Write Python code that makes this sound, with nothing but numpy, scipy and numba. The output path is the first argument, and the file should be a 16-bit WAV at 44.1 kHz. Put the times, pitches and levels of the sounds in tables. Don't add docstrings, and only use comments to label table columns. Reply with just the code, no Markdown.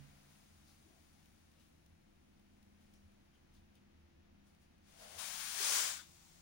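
import sys
import numpy as np
from scipy.fft import rfft, irfft
from scipy.io import wavfile
from scipy.ndimage import uniform_filter1d
from numba import njit

SR = 44100
rng = np.random.default_rng(int(sys.argv[2]) if len(sys.argv) > 2 else 0)


def pcm_store(signal):
    levels = np.round(np.clip(np.atleast_2d(signal), -1, 1) * 32767)
    wavfile.write(sys.argv[1], SR, levels.astype(np.int16).T)


N = 282681
TIME = np.arange(N) / SR
BINS_HZ = np.maximum(np.fft.rfftfreq(N, 1 / SR), 1)
LEFT_LAG_S = .00084


def undb(db):
    return 10 ** (np.asarray(db) / 20)


def curve(rows, column=1):
    rows = np.array(rows)
    return np.interp(TIME, rows[:, 0], rows[:, column])


def eq(rows, column=1):
    rows = np.array(rows)
    return undb(np.interp(np.log(BINS_HZ), np.log(rows[:, 0]), rows[:, column]))


def colour(x, rows):
    return irfft(rfft(x) * eq(rows), N)


def unit(x):
    return x / np.sqrt(np.mean(x ** 2))


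def noise(rows):
    return unit(colour(rng.standard_normal(N), rows))


def stereo_noise(rows):
    return np.array([noise(rows), noise(rows)])


def walk(rate_hz):
    hold = int(SR / rate_hz)
    steps = np.repeat(rng.standard_normal(N // hold + 1), hold)
    return 1.6 * uniform_filter1d(uniform_filter1d(steps, hold), hold)[:N]


def arch(centre_s, length_s):
    return np.sin(np.pi * np.clip((TIME - centre_s) / length_s + .5, 0, 1))


def bump(peak_s, rise_s, decay_s):
    return np.exp(-np.maximum((TIME - peak_s) / decay_s, (peak_s - TIME) / rise_s))


def pan(left_lead_db):
    return undb(np.array([[left_lead_db], [-left_lead_db]]) / 2)


def delay(x, lag_s):
    return np.interp(TIME - lag_s, TIME, x)


def reflect(x, lag_ms, share, drift=0.082):
    lag_s = lag_ms / 1000 * (1 + drift * walk(4))
    return unit(x + share * delay(x, lag_s))


@njit
def svf(x, hz, damping):
    band, high = np.empty(len(x)), np.empty(len(x))
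    band_state, low_state = 0., 0.
    for i in range(len(x)):
        g = np.tan(np.pi * hz[i] / SR)
        v = (band_state + g * (x[i] - low_state)) / (1 + g * (g + damping))
        band[i] = damping * v
        high[i] = x[i] - damping * v - low_state - g * v
        band_state, low_state = 2 * v - band_state, low_state + 2 * g * v
    return band, high


def ring(hz, damping):
    hz = hz + np.zeros(N)
    band = svf(rng.standard_normal(N), hz, damping)[0]
    return unit(svf(band, hz, damping)[0])


# freq_hz, gain_db
BOOM_EQ = [(30, -33), (52, -12.5), (66, -3.5), (84, 4.5), (92, -6), (106, -26), (200, -50)]
# centre_s, level_db, length_s
HANDLING_THUDS = [(0.053, -69, 0.33), (0.576, -70, .16), (0.995, -76, 0.8), (1.904, -68, 0.19),
                  (2.802, -74, .6), (3.046, -66.5, 0.19), (3.62, -70, 0.3), (4.003, -66.5, 0.2),
                  (4.18, -68, .16), (4.324, -69, 0.12), (5.18, -66, 0.11)]

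def thuds_and_drone(drone_db=-75.5, waver_db=1.5):
    boom = noise(BOOM_EQ)
    even_boom = boom / np.sqrt(uniform_filter1d(boom ** 2, size=5000))
    thuds = sum(undb(db) * arch(s, length_s) ** 2 for s, db, length_s in HANDLING_THUDS)
    return even_boom * np.hypot(undb(drone_db + waver_db * walk(8)), thuds)


# freq_hz, gain_db
RUMBLE_EQ = [(15, -13), (24, -15), (30, -4.5), (38, -13.5), (50, -16.5), (90, -16), (110, -15), (140, -9),
             (185, -13.5), (235, -10), (285, -14.5), (350, -16.5), (420, -20), (520, -20), (900, -32.5),
             (2000, -54.5)]

def low_end():
    lows = undb(-73.5) * noise(RUMBLE_EQ) + thuds_and_drone()
    diffuse = undb(-79.5) * stereo_noise(RUMBLE_EQ)
    return np.array([delay(lows, LEFT_LAG_S), lows]) + diffuse


# pitch_hz, left_db, right_db
HUM_TONES = [(29.15, -4, -6.5), (201.6, 0.5, -3.5), (223.3, -9.5, -8.5), (260, -20, -11), (306, -10, -19.5),
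             (356, -24, -16), (408, -37, -23), (510, -43, -17), (695, -19, -15.5)]
# time_s, level_db
HUM_FADER = [(.1, -71.5), (.35, -76), (1.6, -76.5), (1.78, -81.5), (2.07, -73), (3.09, -72.5),
             (3.35, -81.5), (3.62, -73.5), (3.9, -73.5), (4.04, -80), (4.35, -70), (4.66, -80),
             (4.9, -72.5), (5.1, -78), (6.41, -85.5)]

def motor_hum():
    channel_time_s = TIME - np.array([[LEFT_LAG_S], [0]])
    hum = 0
    for hz, left_db, right_db in HUM_TONES:
        gain = undb([[left_db], [right_db]]) * undb(1.4 * walk(4.4))
        hum += gain * np.sin(2 * np.pi * hz * channel_time_s + 0.41 * walk(5.5))
    return np.sqrt(2) * hum * undb(curve(HUM_FADER))


# freq_hz, gain_db
AIR_EQ = [(200, -14), (450, -2.5), (600, 5), (780, 6.5), (1050, 2), (1500, 4), (2500, 2.5), (4000, -3),
          (7000, -10.5), (10000, -18.5), (16000, -12)]
# time_s, level_db
AIR_FADER = [(0, -70.5), (.55, -75), (1.3, -76.5), (2, -78), (3, -76.5), (4.2, -77), (6.41, -75.5)]

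def room_air():
    return stereo_noise(AIR_EQ) * pan(2.8) * undb(curve(AIR_FADER))


# time_s, left_db, right_db
BLADE_FADER = [(0, -72, -52), (.16, -72, -73.5), (.5, -75, -81), (1.05, -81.5, -95), (1.6, -73.5, -82),
               (2.4, -84.5, -91), (5.3, -78.5, -87), (6, -73, -89), (6.41, -68.5, -80)]

def fan(start_hz=139.2, full_hz=171.3, time_constant_s=1.3, octave_db=-87):
    blade_hz = full_hz - (full_hz - start_hz) * np.exp(-TIME / time_constant_s)
    phase = 2 * np.pi * np.cumsum(blade_hz) / SR + 0.27 * walk(9.7)
    blade_db = np.array([curve(BLADE_FADER, 1), curve(BLADE_FADER, 2)]) + 1.2 * walk(7.7)
    blade = undb(blade_db) * np.sin(phase)
    octave = undb(octave_db + 1.6 * walk(3.96)) * np.sin(2 * phase)
    return np.sqrt(2) * (blade + octave)


# freq_hz, gain_db
RUSTLE_EQ = [(300, -18), (700, -1.5), (2000, -4), (4000, -0.5), (6000, -3), (10000, 0.5), (16000, -2.5)]
# time_s, relative_db
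CREEP_FADER = [(0, -75.5), (1.2, -77.5), (2, -86), (3, -85), (4.3, -92), (4.8, -88), (6.05, -67.5),
               (6.41, -70.5)]
# peak_s, relative_db, decay_s
JACKET_SHIFTS = [(.3, -76, 0.18), (.68, -76.5, 0.11), (1.6, -78, .1), (2.53, -91, .12), (2.81, -82, .12),
                 (2.94, -81, 0.048), (3.35, -85, 0.051), (3.55, -77.5, 0.038), (3.76, -82, 0.039),
                 (4.47, -80, 0.09), (4.62, -80, 0.048)]

def rustle(rise_s=0.017, trim_db=4.5):
    creep_power = undb(curve(CREEP_FADER)) ** 2
    shift_power = sum((undb(db) * bump(s, rise_s, decay_s)) ** 2 for s, db, decay_s in JACKET_SHIFTS)
    cloth = np.array([reflect(noise(RUSTLE_EQ), lag_ms=0.87, share=0.15) for _ in range(2)])
    return cloth * pan(7.2) * np.sqrt(creep_power + shift_power) * undb(trim_db)


# centre_s, pitch_hz, level_db, half_length_s, bandwidth_ratio
HAND_RUBS = [(0.7, 4700, -79.5, 0.049, 0.52), (0.88, 330, -72, 0.044, .15),
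             (0.962, 690, -80.5, 0.053, 0.23), (1.575, 536, -80, .02, .2), (1.6, 3000, -83, 0.075, .8),
             (2.96, 5700, -84, 0.034, .3), (3.358, 3070, -84, .035, .15), (3.565, 3600, -81, .025, .8),
             (3.773, 2865, -80, 0.014, .5), (5.2, 1090, -61, 0.017, 0.17), (5.61, 387, -64, 0.021, 0.22),
             (5.72, 5900, -48, .1, .25), (6.0, 1470, -63, .02, .3), (6.01, 3530, -68.5, 0.036, .1)]

def rubs():
    rubbed = sum(ring(hz, damping=width) * undb(db) * np.exp(-((TIME - s) / half_length_s) ** 2)
                 for s, hz, db, half_length_s, width in HAND_RUBS)
    return rubbed * pan(8.6)


# peak_s, relative_db
PHONE_TICKS = [(0.827, -61), (1.259, -60), (1.5172, -63), (1.8627, -60), (2.3965, -66), (2.6285, -59.5),
               (2.9386, -59), (3.12, -66), (3.54, -65), (3.7549, -61), (4.5491, -64), (4.782, -68)]

def ticks(rise_s=.0006, decay_s=0.0024, trim_db=-6):
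    envelope = sum(undb(db) * bump(s, rise_s, decay_s) for s, db in PHONE_TICKS)
    bright_eq = [(800, -13), (3000, 15), (7000, 9), (15000, 12.5)]
    return stereo_noise(bright_eq) * envelope * undb(trim_db) * pan(9.2)


# fastest_s, length_s, left_hiss_db, right_hiss_db, left_fold_db, right_fold_db
ARM_STROKES = [(4.911, 0.29, -64, -70.5, -92, -80), (5.03, 0.2, -59, -60, -60.5, -64.5),
               (5.192, 0.88, -49.5, -60.5, -60, -64.5), (5.461, .93, -49.5, -51, -66, -65.5),
               (5.749, 0.78, -39.5, -46.5, -59.5, -58)]

def sliding(column, speed_exponent=3.4):
    strokes = [undb(row[column]) * arch(row[0], row[1]) ** speed_exponent for row in ARM_STROKES]
    return np.sqrt(sum(stroke ** 2 for stroke in strokes))


# freq_hz, gain_db
WEAVE_EQ = [(300, -2.5), (700, -9), (1000, -3), (1600, -0.5), (2400, -1), (3600, 0.5), (6000, -1.5),
            (10000, 2), (16000, -4)]
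# freq_hz, gain_db
SHEEN_EQ = [(2000, -51), (5000, -5), (10000, 1)]

def sleeve(hiss_gain, fold_hz, fold_gain, lag_ms, brighten=0.14, neutral_db=-45, grip_db=.3):
    hiss = noise(WEAVE_EQ)
    for _ in range(2):
        hiss = svf(hiss, fold_hz, 1.145)[1]
    hiss = reflect(hiss, lag_ms, share=0.13)
    hiss = reflect(hiss, lag_ms=6.7, share=0.15, drift=0.0096)
    sheen_gain = (hiss_gain / undb(neutral_db)) ** brighten - 1
    hiss = hiss + colour(hiss, SHEEN_EQ) * sheen_gain
    hollow = reflect(ring(fold_hz, damping=0.54), lag_ms=6.19, share=0.74)
    uneven_grip = undb(grip_db * walk(40))
    return hiss * hiss_gain * uneven_grip + hollow * fold_gain


def landing(at_s, gain_db, ramp_s=.007):
    return undb(gain_db * (1 + np.tanh((TIME - at_s) / ramp_s)) / 2)


# time_s, left_pitch_hz, right_pitch_hz
FOLD_PITCH = [(5.03, 650, 624), (5.14, 645, 570), (5.22, 724, 760), (5.35, 710, 694), (5.44, 900, 726),
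              (5.54, 710, 780), (5.63, 530, 503), (5.82, 470, 460), (5.93, 640, 640)]

def swish(crosstalk=.45):
    left_hiss_gain = sliding(column=2) * landing(at_s=5.184, gain_db=9.9)
    right_hiss_gain = sliding(column=3) * landing(at_s=5.597, gain_db=7.7)
    left = sleeve(left_hiss_gain, curve(FOLD_PITCH, 1), sliding(column=4), lag_ms=1.24)
    right = sleeve(right_hiss_gain, curve(FOLD_PITCH, 2), sliding(column=5), lag_ms=1.0)
    return np.array([left + crosstalk * delay(right, LEFT_LAG_S), right])


# freq_hz, gain_db
SILK_EQ = [(4000, -1.5), (6200, 1.5), (7200, 5), (8100, 7), (8800, 4), (9500, -31), (11000, -1),
           (12200, -29), (14000, -5), (16000, -6)]
# time_s, mix_ratio
PORT_TURN = [(5.5, 0.4), (5.7, 0.64), (5.82, 0.96), (5.95, 0.87), (6.1, 1)]

def jacket():
    left, right = swish() + rustle()
    turn = np.clip(curve(PORT_TURN), 0, 1)
    return np.array([(1 - turn) * left + turn * colour(left, SILK_EQ), right])


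def scene():
    return jacket() + ticks() + rubs() + low_end() + motor_hum() + room_air() + fan()


# freq_hz, left_db, right_db
PORT_EQ = [(4470, 0.5, 0.5), (6260, 1.5, 4.5), (7030, -2, 1.5), (8180, -8, -15), (9000, -1, -5),
           (9360, 5, -1), (10640, -4.5, 3.5), (11120, -5.5, -1), (12000, -11, -5.5), (13900, -14.5, -9),
           (14600, -6.5, -7.5), (15500, -4.5, 0)]
# freq_hz, gain_db
TREBLE_LIFT_EQ = [(9000, -0.5), (11000, -0.5), (13000, 3.5), (15000, 5)]

def record(dry, cutoff_hz=15850, trim_db=0.82):
    ports = np.array([eq(PORT_EQ, 1), eq(PORT_EQ, 2)])
    low_pass = 1 / np.sqrt(1 + (BINS_HZ / cutoff_hz) ** 600)
    return irfft(rfft(dry) * ports * eq(TREBLE_LIFT_EQ) * undb(trim_db) * low_pass, N)


dry = scene()
out = record(dry)
pcm_store(out)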